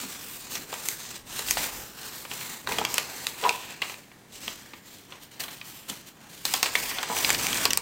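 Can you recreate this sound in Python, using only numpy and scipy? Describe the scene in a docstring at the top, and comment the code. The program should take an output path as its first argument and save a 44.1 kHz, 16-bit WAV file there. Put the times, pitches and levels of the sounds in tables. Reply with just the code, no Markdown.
"""Paper hisses and rustles stroke by stroke, with dry snaps, soft taps and short fingertip squeaks.
A folded sheet is opened out, smoothed on a table and lifted away, close to one microphone.
Friction is filtered noise with ticks; creases and taps are decaying noise bursts that excite resonances;
a skidding fingertip adds stick-slip tones. Swings of the sheet add low noise from fanned air and flexing.
A short diffuse reverberation and steady background noise make up the small quiet room."""
import sys
import numpy as np
from scipy import signal
from scipy.io import wavfile
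from scipy.ndimage import uniform_filter1d

SR = 44100
rng = np.random.default_rng(int(sys.argv[2]) if len(sys.argv) > 2 else 0)


def digitize_waveform(pressure):
    """Quantize a signal to 16-bit integers and store it at the path in sys.argv[1].

    Rows of a 2-D input are taken as channels; values are limited to [-1, 1].
    """
    field = np.atleast_2d(pressure).T
    bounded = np.clip(field, -1, 1)
    quanta = np.round(bounded * 32767).astype(np.int16)
    wavfile.write(sys.argv[1], SR, quanta)


N = 344421
TIME = np.arange(N) / SR  # s

# Table levels are relative: each source may add its own trim in dB.
# Strokes of paper over paper, skin or table: [start t/s, rise t/s, hold t/s, time to fall by 20 dB t/s,
# friction level/dB, fizz re friction level/dB, hollow body re friction level/dB].
# The folds are pulled open; from 2.65 s the sheet is laid down and smoothed; from 4.56 s the fingers
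# feel for a grip on the edge; from 6.45 s the sheet is gathered up and lifted away.
STROKES = [ (0.0, 0.00167, 0.0155, 0.36, -40, -3, -4.5), (0.084, 0.041, 0.018, 0.3, -44, -3, -3.5),
           (0.17, 0.056, 0.14, 0.2, -46.5, 1.5, -3.5), (0.372, 0.053, 0.046, 0.3, -45, -11, -8),
           (0.493, 0.022, 0.047, 0.14, -38, -4, -8), (0.647, 0.096, 0.062, 0.24, -42, -4, -4),
           (0.82, 0.0368, 0.0578, 0.1158, -39.5, 1.5, -6), (0.929, 0.086, 0.1503, 0.07, -42.5, -6.5, -8.5),
           (1.242, 0.13, .045, 0.43, -38, -4, -4.5), (1.444, 0.057, 0.009, 0.1053, -32.5, -2.5, -10),
           (1.533, 0.0613, 0.0618, .13, -33, -4.5, -4), (1.717, 0.034, 0.051, 0.26, -42.5, -2.5, -4.5),
           (1.924, 0.12, 0.025, 0.3253, -41.5, -4.5, -2), (2.12, 0.0436, 0.0195, .33, -44.5, -1.5, -4.5),
           (2.285, 0.024, 0.2164, 0.18, -40.5, -4, -4.5), (2.653, 0.057, 0.072, 0.21, -36.5, -6, 0.5),
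           (2.858, 0.0593, 0.085, .18, -36.5, -6, -5), (3.046, 0.067, 0.12, 0.4, -43.5, -4, -1),
           (3.257, .015, .015, .09, -39.5, -4, -14), (3.337, 0.1, 0.075, 0.24, -39.5, -4, -3),
           (3.559, 0.082, 0.076, 0.2, -47, -8, -1), (3.802, 0.035, .06, 0.17, -43, -4.5, -1.5),
           (4.297, 0.058, 0.018, 0.06, -44, -9, -8), (4.395, 0.0428, 0.068, .17, -41, -7, -6),
           (4.56, 0.024, 0.21, 0.04, -56.5, -6, -2), (4.815, 0.055, .07, 0.35, -51.5, -6, -6),
           (5.076, 0.0376, 0.042, .1, -54, -11, 3), (5.193, 0.036, .008, 0.06, -50.5, -2.5, -7),
           (5.304, 0.0162, .003, 0.2, -52, -6.5, -1.5), (5.393, 0.007, 0.012, 0.1458, -39.5, 0, -3),
           (5.50, 0.017, 0.015, 0.2, -45, -7, -6), (5.634, .035, .012, 0.2, -48.5, -0.5, -5.5),
           (5.74, 0.018, .015, 0.24, -50.5, 1, -4), (5.873, 0.0191, 0.0075, 0.13, -41.5, -1.5, -4.5),
           (5.95, 0.027, .04, 0.12, -54.5, -10, -6), (6.052, 0.0263, .012, 0.04, -50.5, -2.5, -7),
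           (6.194, .015, 0.035, .25, -58, -5.5, 2), (6.283, 0.018, 0.12, 0.35, -50, -3.5, -8),
           (6.446, 0.0104, 0.063, 0.1548, -35.5, -3, -6.5), (6.54, .01, .015, 0.15, -35, -4, -8),
           (6.621, .015, .005, .16, -30, -8, -7), (6.714, 0.048, .13, 0.2, -36, -3.5, -6),
           (6.91, 0.058, .085, 0.7, -39.5, -11, -0.5), (7.068, .11, .17, 0.0848, -32, -3, -3),
           (7.366, 0.028, 0.25, .16, -32.5, -5.5, -2.5)]
# The sheet never quite rests in the hand: [friction level/dB, fizz re friction level/dB,
# hollow body re friction level/dB]
HELD_SHEET = (-63, -5, 3.8)
# Spectrum of paper friction: [f/Hz, spectral density level/dB]
FRICTION_SPECTRUM = [(200, -7), (400, -0.5), (540, -4), (850, 1), (1200, -2), (1900, 0.5), (2600, -1),
                     (4000, 3.5), (7200, 1.5), (8200, 0), (9800, -7), (12000, -7), (14500, -1), (16000, -8)]
# The widest free panel, a resonance in the friction: [t/s, f/Hz, lift level/dB]
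PANEL_RESONANCE = [(0, 2310, 2.5), (2.6, 2660, -0.5), (3.7, 2620, 10), (4.2, 2560, 0.5), (4.4, 3180, 3),
                   (6.4, 3130, 6), (7, 2680, 1)]
# Creases that buckle: [t/s, level/dB, panel ring f/Hz, thud level/dB, crack level/dB, decay constant t/s]
SNAPS = [(0.553, -32, 5500, -7.5, -18, .0057), (0.727, -32, 830, -2, -12, .0064),
         (0.7396, -35.5, 7550, -4, -5, 0.0025), (0.8869, -24, 8600, -1.5, 5, 0.00076),
         (1.3917, -30, 4000, -2.5, -3, 0.0042), (1.4854, -33, 3060, -18, -9, 0.0023),
         (1.5091, -19, 5300, -14, 1.5, 0.0021), (1.5709, -25.5, 960, 3, -11, 0.0018),
         (1.642, -34, 5000, -15.5, -7, 0.0023), (2.2517, -38, 2890, 5, -10.5, 0.0031),
         (2.3142, -33, 2610, -4, -14, .0046), (2.411, -40.5, 2480, -1, -8.5, 0.0027),
         (2.6731, -27.5, 1550, 1.5, -12, 0.0016), (2.721, -28, 2360, -14, -5, 0.0066),
         (2.7852, -23.5, 3180, -8, -8, 0.0029), (2.8126, -32, 1000, 8.5, -12, .0099),
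         (2.8504, -22.5, 2990, -7, -3.5, 0.0031), (2.9421, -23.5, 8350, -10, 1, 0.0026),
         (2.981, -19, 2830, -5.5, -0.5, 0.0033), (3.2683, -24, 3800, -10.5, -4, 0.0021),
         (3.438, -25, 2600, 9, -10.5, .0054), (3.4927, -19.5, 2520, -14, -7.5, 0.0017),
         (3.8187, -22.5, 2605, -6.5, -12, 0.0068), (3.8974, -37.5, 2510, 0, -10, 0.003),
         (3.9424, -41.5, 2510, -6, -14, 0.0016), (4.116, -50, 2200, 2.5, -17, .004),
         (4.4795, -28.5, 3040, -7.5, -12, .0029), (4.735, -40.5, 2240, 3.5, -18, 0.003),
         (5.1227, -40, 3060, -3, -14.5, 0.0027), (5.403, -30, 4390, -16, -1.5, 0.011),
         (5.4374, -34, 3120, -4, 0, .0059), (5.482, -39, 2150, -1, -16, .0043),
         (5.6133, -37, 2500, -10, -20, .005), (5.8979, -30, 3370, -10.5, 0.5, 0.0071),
         (6.4525, -22, 4050, -8.5, 0, 0.0042), (6.5383, -19, 3400, -2.5, 2, 0.0036),
         (6.629, -17.5, 2840, -3.5, 2, 0.0035), (6.6589, -25, 2830, -2, -7.5, .0054),
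         (6.7535, -17.5, 2110, -8.5, -9.5, 0.0047), (6.914, -32.5, 1600, 14, -7, .004),
         (6.9848, -27.5, 3400, -0.5, -13, .0042), (7.0294, -26.5, 1720, -3, -1, 0.0056),
         (7.1676, -30.5, 2420, -3, -10, 0.0022), (7.187, -28.5, 2980, -2, 4, .0043),
         (7.247, -20, 4100, -26, -22, 0.0019), (7.2921, -22.5, 7640, -2, -7, 0.0044),
         (7.3035, -19, 2150, -13, 0, .004), (7.33, -29, 6460, -6, 6, .0005),
         (7.3466, -25, 4640, -13.5, -16, 0.0035), (7.4675, -24.5, 8130, -32, -2, 0.0021),
         (7.5291, -26.5, 3270, -28, -4, .0027), (7.5443, -30, 6270, -11, 0.5, 0.0024),
         (7.573, -30, 5500, -13, 19.5, 0.0019), (7.654, -16.5, 4370, -5, -4, 0.0027),
         (7.706, -22.5, 5760, -25, -6, 0.0039), (7.733, -21, 4400, -16, 1.5, 0.0011),
         (7.774, -18, 6850, -8.5, 4, 0.0015)]
# Spectrum of a buckling crease: [f/Hz, spectral density level/dB]
CREASE_SPECTRUM = [(100, -9.5), (400, -3), (950, 6.5), (1400, 4.5), (2600, 11.5), (4500, 9), (8000, 3.5),
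                   (10000, -5), (15000, -4.5)]
# Fingers and sheet land on the table: [t/s, level/dB, push of the hand re knock level/dB]
TAPS = [(.034, -40.5, 4.5), (2.689, -37, -17), (2.714, -33, -21), (2.787, -31.5, -14), (2.814, -32, -13),
        (5.9, -42.5, 16.5), (7.1, -32, -6), (7.656, -35.5, -10)]
# Modes of the sheet pressed on the table: [f/Hz, bandwidth f/Hz, level/dB]
PRESSED_MODES = [(456.8, 26, -3), (701, 60, -9.5), (815, 48, -3.5), (867, 38, -3.5), (954, 43, -0.5),
                 (1250, 91, -9.5)]
# A fingertip skids over the sheet: [start t/s, rise t/s, hold t/s, level/dB]
SKIDS = [(3.423, 0.0092, 0.079, -27.5), (3.447, 0.00476, .002, -15), (3.458, 0.0055, .002, -14.5),
         (7.098, 0.0077, 0.042, -35.5)]
# Wide swings of the whole sheet: [start t/s, rise t/s, hold t/s, fanned air level/dB, flexing level/dB]
SWINGS = [(0.51, .055, .03, -69, -46), (0.95, 0.29, 0.18, -61, -58), (1.42, 0.095, 0.084, -50.5, -47),
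          (1.676, 0.06, .04, -50, -65), (2.62, 0.04, 0.17, -61, -42.5), (6.3, 0.19, .5, -66.5, -66),
          (7.126, 0.169, 0.41, -55, -40)]
# Reverberation time of the room: [f/Hz, time to fall by 60 dB t/s]
ROOM_DECAY = [(200, 0.3), (1000, 0.49), (3000, 0.23), (8000, 0.098), (15000, 0.5)]
# Spectrum of the reverberation: [f/Hz, level/dB]
ROOM_SPECTRUM = [(100, -11.5), (500, 2), (3000, 1), (7000, 4.5), (15000, -13)]
# Spectrum of the still room: [f/Hz, spectral density level/dB]
AMBIENCE_SPECTRUM = [(25, -17), (70, -11), (120, 3), (280, 0), (500, -9.5), (1000, -14), (2500, -17),
                     (8000, -23.5), (15000, -26)]

AMBIENCE_DB = -56  # rms level/dB
PANEL_RING_DB = 1.5  # ring of the panel re breaking fibres, level/dB
SWING_RELEASE_S, SKID_RELEASE_S = .2, 0.014  # time to fall by 20 dB, t/s
# Every stroke also bends the sheet: air and flexing level/dB at a friction of FIRM_DB, less when softer
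FIRM_DB = -40
STROKE_AIR_DB, STROKE_FLEX_DB, BEND_DB_PER_DB = -66, -49.5, .5
EDGE_HZ = 16000  # upper band limit f/Hz


def friction(catches_per_s=700, spread_db=3.0, catch_db=-10, flicker_db=1.37,
             body_db=-1.0, rasp_db=-1.0, fizz_db=1.5):
    """Sliding friction: countless fibres rub as a hiss; larger ones catch and let go as tiny ticks."""
    level, fizz, body = sliding()
    catch_times = rng.random(N) < catches_per_s / SR
    catch_sizes = amp(spread_db * np.minimum(rng.exponential(1, N), 4))
    catches = catch_times * rng.choice([-1, 1], N) * catch_sizes
    rub = rng.standard_normal(N) + amp(catch_db) * evened(catches)
    rub *= amp(flicker_db * waver(140))
    rub = bend(colour(rub, FRICTION_SPECTRUM))
    # a free panel radiates the low part, sharp edges the top
    hollow_body = amp(body + body_db) * evened(band(rub, 270, 2050))
    rasp = amp(rasp_db) * evened(band(rub, 2350, 9420, order=5))
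    fine_fizz = amp(fizz + fizz_db) * evened(band(rub, 9110, SR / 2, order=5))
    return amp(level) * (hollow_body + rasp + fine_fizz)


def sliding():
    """Addition of powers: friction level of all strokes, with fizz and body relative to it (dB)."""
    held_db, held_fizz_db, held_body_db = HELD_SHEET
    rub = np.full(N, amp(held_db) ** 2)
    fizz = rub * amp(held_fizz_db) ** 2
    body = rub * amp(held_body_db) ** 2
    for *move, fizz_db, body_db in STROKES:
        power = gesture(*move)
        rub += power
        fizz += amp(fizz_db) ** 2 * power
        body += amp(body_db) ** 2 * power
    return 10 * np.log10([rub, fizz / rub, body / rub])


def gesture(start, rise, hold, release, level_db):
    """Envelope of power: a move of the hand speeds up linearly, holds and dies away exponentially."""
    t = np.arange(0, rise + hold + 4 * release, 1 / SR)
    power = np.zeros(N)
    speed_up = np.minimum(t / max(rise, 1 / SR), 1)
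    die_away = amp(-20 * np.maximum(t - rise - hold, 0) / release)
    add(power, start, (amp(level_db) * speed_up * die_away) ** 2)
    return power


def bend(x, panel_width_hz=260, patch_rms_db=1.7):
    """Time-varying resonance: as the sheet changes shape, its many resonances swell and fade."""
    hz, t, z = signal.stft(x, SR, nperseg=512)
    patches = rng.standard_normal(z.shape)
    for _ in range(2):
        patches = uniform_filter1d(patches, size=5, axis=0)  # over frequency
        patches = uniform_filter1d(patches, size=26, axis=1)  # over time
    s, pitch_hz, lift_db = np.transpose(PANEL_RESONANCE)
    detuning = (hz[:, None] - np.interp(t, s, pitch_hz)) / panel_width_hz
    panel_db = np.interp(t, s, lift_db) / (1 + detuning ** 2)
    gain = amp(patch_rms_db * evened(patches) + panel_db)
    return signal.istft(z * gain, SR, nperseg=512)[1][:N]


def creases(gain_db=-7.0):
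    """Buckling instability: stiff creases give way one by one, each with a dry snap."""
    out = np.zeros(N)
    for s, level_db, ring_hz, *blow in SNAPS:
        add(out, s, snap(level_db, ring_hz, PANEL_RING_DB, *blow))
    return amp(gain_db) * out


def snap(level_db, ring_hz, ring_db, thud_db, crack_db, settle,
         ring_width_hz=480, thud_slower=2.35, crack_faster=0.667, size=2048):
    """Impulsive excitation: a burst of fibre breaks sets the panel beside it ringing briefly."""
    t = np.arange(size) / SR
    breaks = colour(rng.standard_normal(size), CREASE_SPECTRUM)

    def burst(life):
        """Exponential decay of the fibre breaks."""
        return breaks * np.exp(-t / max(life, 1e-4))

    core = evened(band(burst(settle), 1435, 4000, order=2))
    ring = evened(resonate(burst(settle / 2), ring_hz, ring_width_hz))
    thud = evened(band(burst(settle * thud_slower), 217, 1670, order=2))
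    crack = evened(band(burst(settle * crack_faster), 5830, SR / 2, order=2))
    sound = evened(core + amp(ring_db) * ring)
    sound = sound + amp(thud_db) * thud + amp(crack_db) * crack
    return amp(level_db) * evened(sound)


def crinkle(ticks_per_s=70, spread_db=3.0, gain_db=-8, life=0.0024, count=12, size=512):
    """Random point process: wrinkles pop as the sheet moves, each in a patch with its own pitch."""
    t = np.arange(size) / SR
    out = np.zeros(N)
    for hz in np.geomspace(1300, 8000, count):
        tick = evened(band(rng.standard_normal(size) * np.exp(-t / life), hz / 2, hz * 2, order=1))
        pop_times = rng.random(N) < ticks_per_s / count / SR
        pops = pop_times * amp(spread_db * np.minimum(rng.exponential(1, N), 3))
        out += signal.oaconvolve(pops, tick)[:N]
    return amp(sliding()[0] + gain_db) * evened(out)


def taps(contact=0.0028, push_life=0.017, gain_db=-6.5, size=4096):
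    """Modal excitation: a touch knocks the sheet against the table, over the low push of the hand."""
    t = np.arange(size) / SR
    out = np.zeros(N)
    for s, level_db, push_db in TAPS:
        touch = rng.standard_normal(size)
        knock = pressed_sheet(touch * np.exp(-t / contact))
        knock = evened(band(knock, 240, 2400, order=2))
        push = evened(band(touch * np.exp(-t / push_life), 149, 290, order=2))
        add(out, s, amp(level_db) * evened(knock + amp(push_db) * push))
    return amp(gain_db) * out


def pressed_sheet(force):
    """Modal superposition: the sheet on the table answers a force with several damped modes."""
    return sum(amp(db) * evened(resonate(force, hz, width)) for hz, width, db in PRESSED_MODES)


def fingertip(slip_hz=967, slip_jitter=.04, scuffs_per_s=1500, scuff_db=-2):
    """Stick-slip: skin grips and slips almost regularly, with a hollow groan of the pressed sheet."""
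    power = sum(gesture(start, rise, hold, SKID_RELEASE_S, level_db)
                for start, rise, hold, level_db in SKIDS)
    force = np.sqrt(power)
    slip_rate = slip_hz * (1 + slip_jitter * waver(400))
    squeak = np.sin(2 * np.pi * np.cumsum(slip_rate) / SR)
    scuffs = (rng.random(N) < scuffs_per_s / SR) * rng.standard_normal(N)
    groan = evened(band(pressed_sheet(scuffs), 380, 3000, order=2))
    grip = force / force.max()  # the firmer the touch, the more regular the slips
    return force * (grip * squeak + amp(scuff_db) * (1 - grip / 2) * groan)


def swing(air_db=1.0, flex_db=-3):
    """Air displacement and bending: the sheet pushes air at the microphone and flutters softly."""
    air, flex = swinging()
    wind, flutter = rng.standard_normal((2, N))
    fanned_air = amp(air + air_db) * evened(band(wind, 23.6, 74, order=2))
    flexing = amp(flex + flex_db) * evened(band(flutter, 94, 404, order=2))
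    return fanned_air + flexing


def swinging():
    """Addition of powers: levels (dB) of fanned air and flexing, from strokes and wide swings."""
    bending_db = BEND_DB_PER_DB * (sliding()[0] - FIRM_DB)
    air = amp(STROKE_AIR_DB + bending_db) ** 2
    flex = amp(STROKE_FLEX_DB + bending_db) ** 2
    for start, rise, hold, air_db, flex_db in SWINGS:
        air += gesture(start, rise, hold, SWING_RELEASE_S, air_db)
        flex += gesture(start, rise, hold, SWING_RELEASE_S, flex_db)
    return 10 * np.log10([air, flex])


def room(x, build=0.00053, size=22050):
    """Diffuse reverberation: a short noise tail decays at a rate that depends on frequency."""
    hz, t, z = signal.stft(rng.standard_normal(size), SR, nperseg=256)
    decay = amp(-60 * t / read(ROOM_DECAY, hz)[:, None])
    tail = signal.istft(z * decay, SR, nperseg=256)[1]
    tail *= np.minimum(np.arange(len(tail)) / SR / build, 1)
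    return signal.fftconvolve(x, colour(tail / np.linalg.norm(tail), ROOM_SPECTRUM))[:N]


def still_room():
    """Stationary noise: the quiet room is heard as a steady, mostly low background."""
    return amp(AMBIENCE_DB) * evened(colour(rng.standard_normal(N), AMBIENCE_SPECTRUM))


def amp(db):
    """Level definition: decibels to amplitude gain."""
    return 10 ** (np.asarray(db) / 20)


def evened(x):
    """Normalisation: scales to rms 1."""
    return x / np.sqrt(np.mean(x ** 2) + 1e-20)


def read(points, hz):
    """Interpolation of a table on a logarithmic frequency axis."""
    f, value = np.transpose(points)
    return np.interp(np.log(hz + 1), np.log(f + 1), value)


def add(mix, s, sound):
    """Superposition: adds a sound to the mix in place at time s."""
    part = mix[round(s * SR):][:len(sound)]
    part += sound[:len(part)]


def colour(x, points, size=2048):
    """Minimum-phase filtering: a causal filter with the given spectrum keeps attacks sharp."""
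    log_gain = np.log(amp(read(points, abs(np.fft.fftfreq(size, 1 / SR)))))
    impulse_response = np.fft.ifft(np.exp(np.conj(signal.hilbert(log_gain)))).real
    return signal.oaconvolve(x, impulse_response)[:len(x)]


def band(x, lo_hz, hi_hz, order=3):
    """Band-pass filtering, with the upper edge kept below half the sampling rate."""
    edges = [lo_hz, min(hi_hz, SR / 2 - 1000)]
    return signal.sosfilt(signal.butter(order, edges, "band", fs=SR, output="sos"), x)


def resonate(x, hz, width):
    """Damped oscillation: one mode as a complex one-pole resonator."""
    pole = np.exp((2j * np.pi * hz - np.pi * width) / SR)
    return signal.lfilter([1], [1, -pole], x).imag


def waver(per_s):
    """Random modulation: straight lines between random knots, scaled to rms 1."""
    knots = np.arange(0, N / SR + 1, 1 / per_s)
    return evened(np.interp(TIME, knots, rng.standard_normal(len(knots))))


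def scene(rub_wet_db=-13, snap_wet_db=-9):
    """Superposition of paper and room at one microphone, the same in both channels."""
    rubbing = friction() + fingertip()
    blows = crinkle() + creases() + taps()  # these set whole panels going and fill the room more
    echo = room(amp(rub_wet_db) * rubbing + amp(snap_wet_db) * blows)
    return np.tile(rubbing + blows + echo + swing() + still_room(), (2, 1))


def record(dry):
    """Band limitation: a linear-phase low-pass at EDGE_HZ."""
    low_pass = signal.firwin(255, EDGE_HZ, window=("kaiser", 8), fs=SR)
    return signal.oaconvolve(dry, low_pass[None], "same")


dry = scene()
out = record(dry)
digitize_waveform(out)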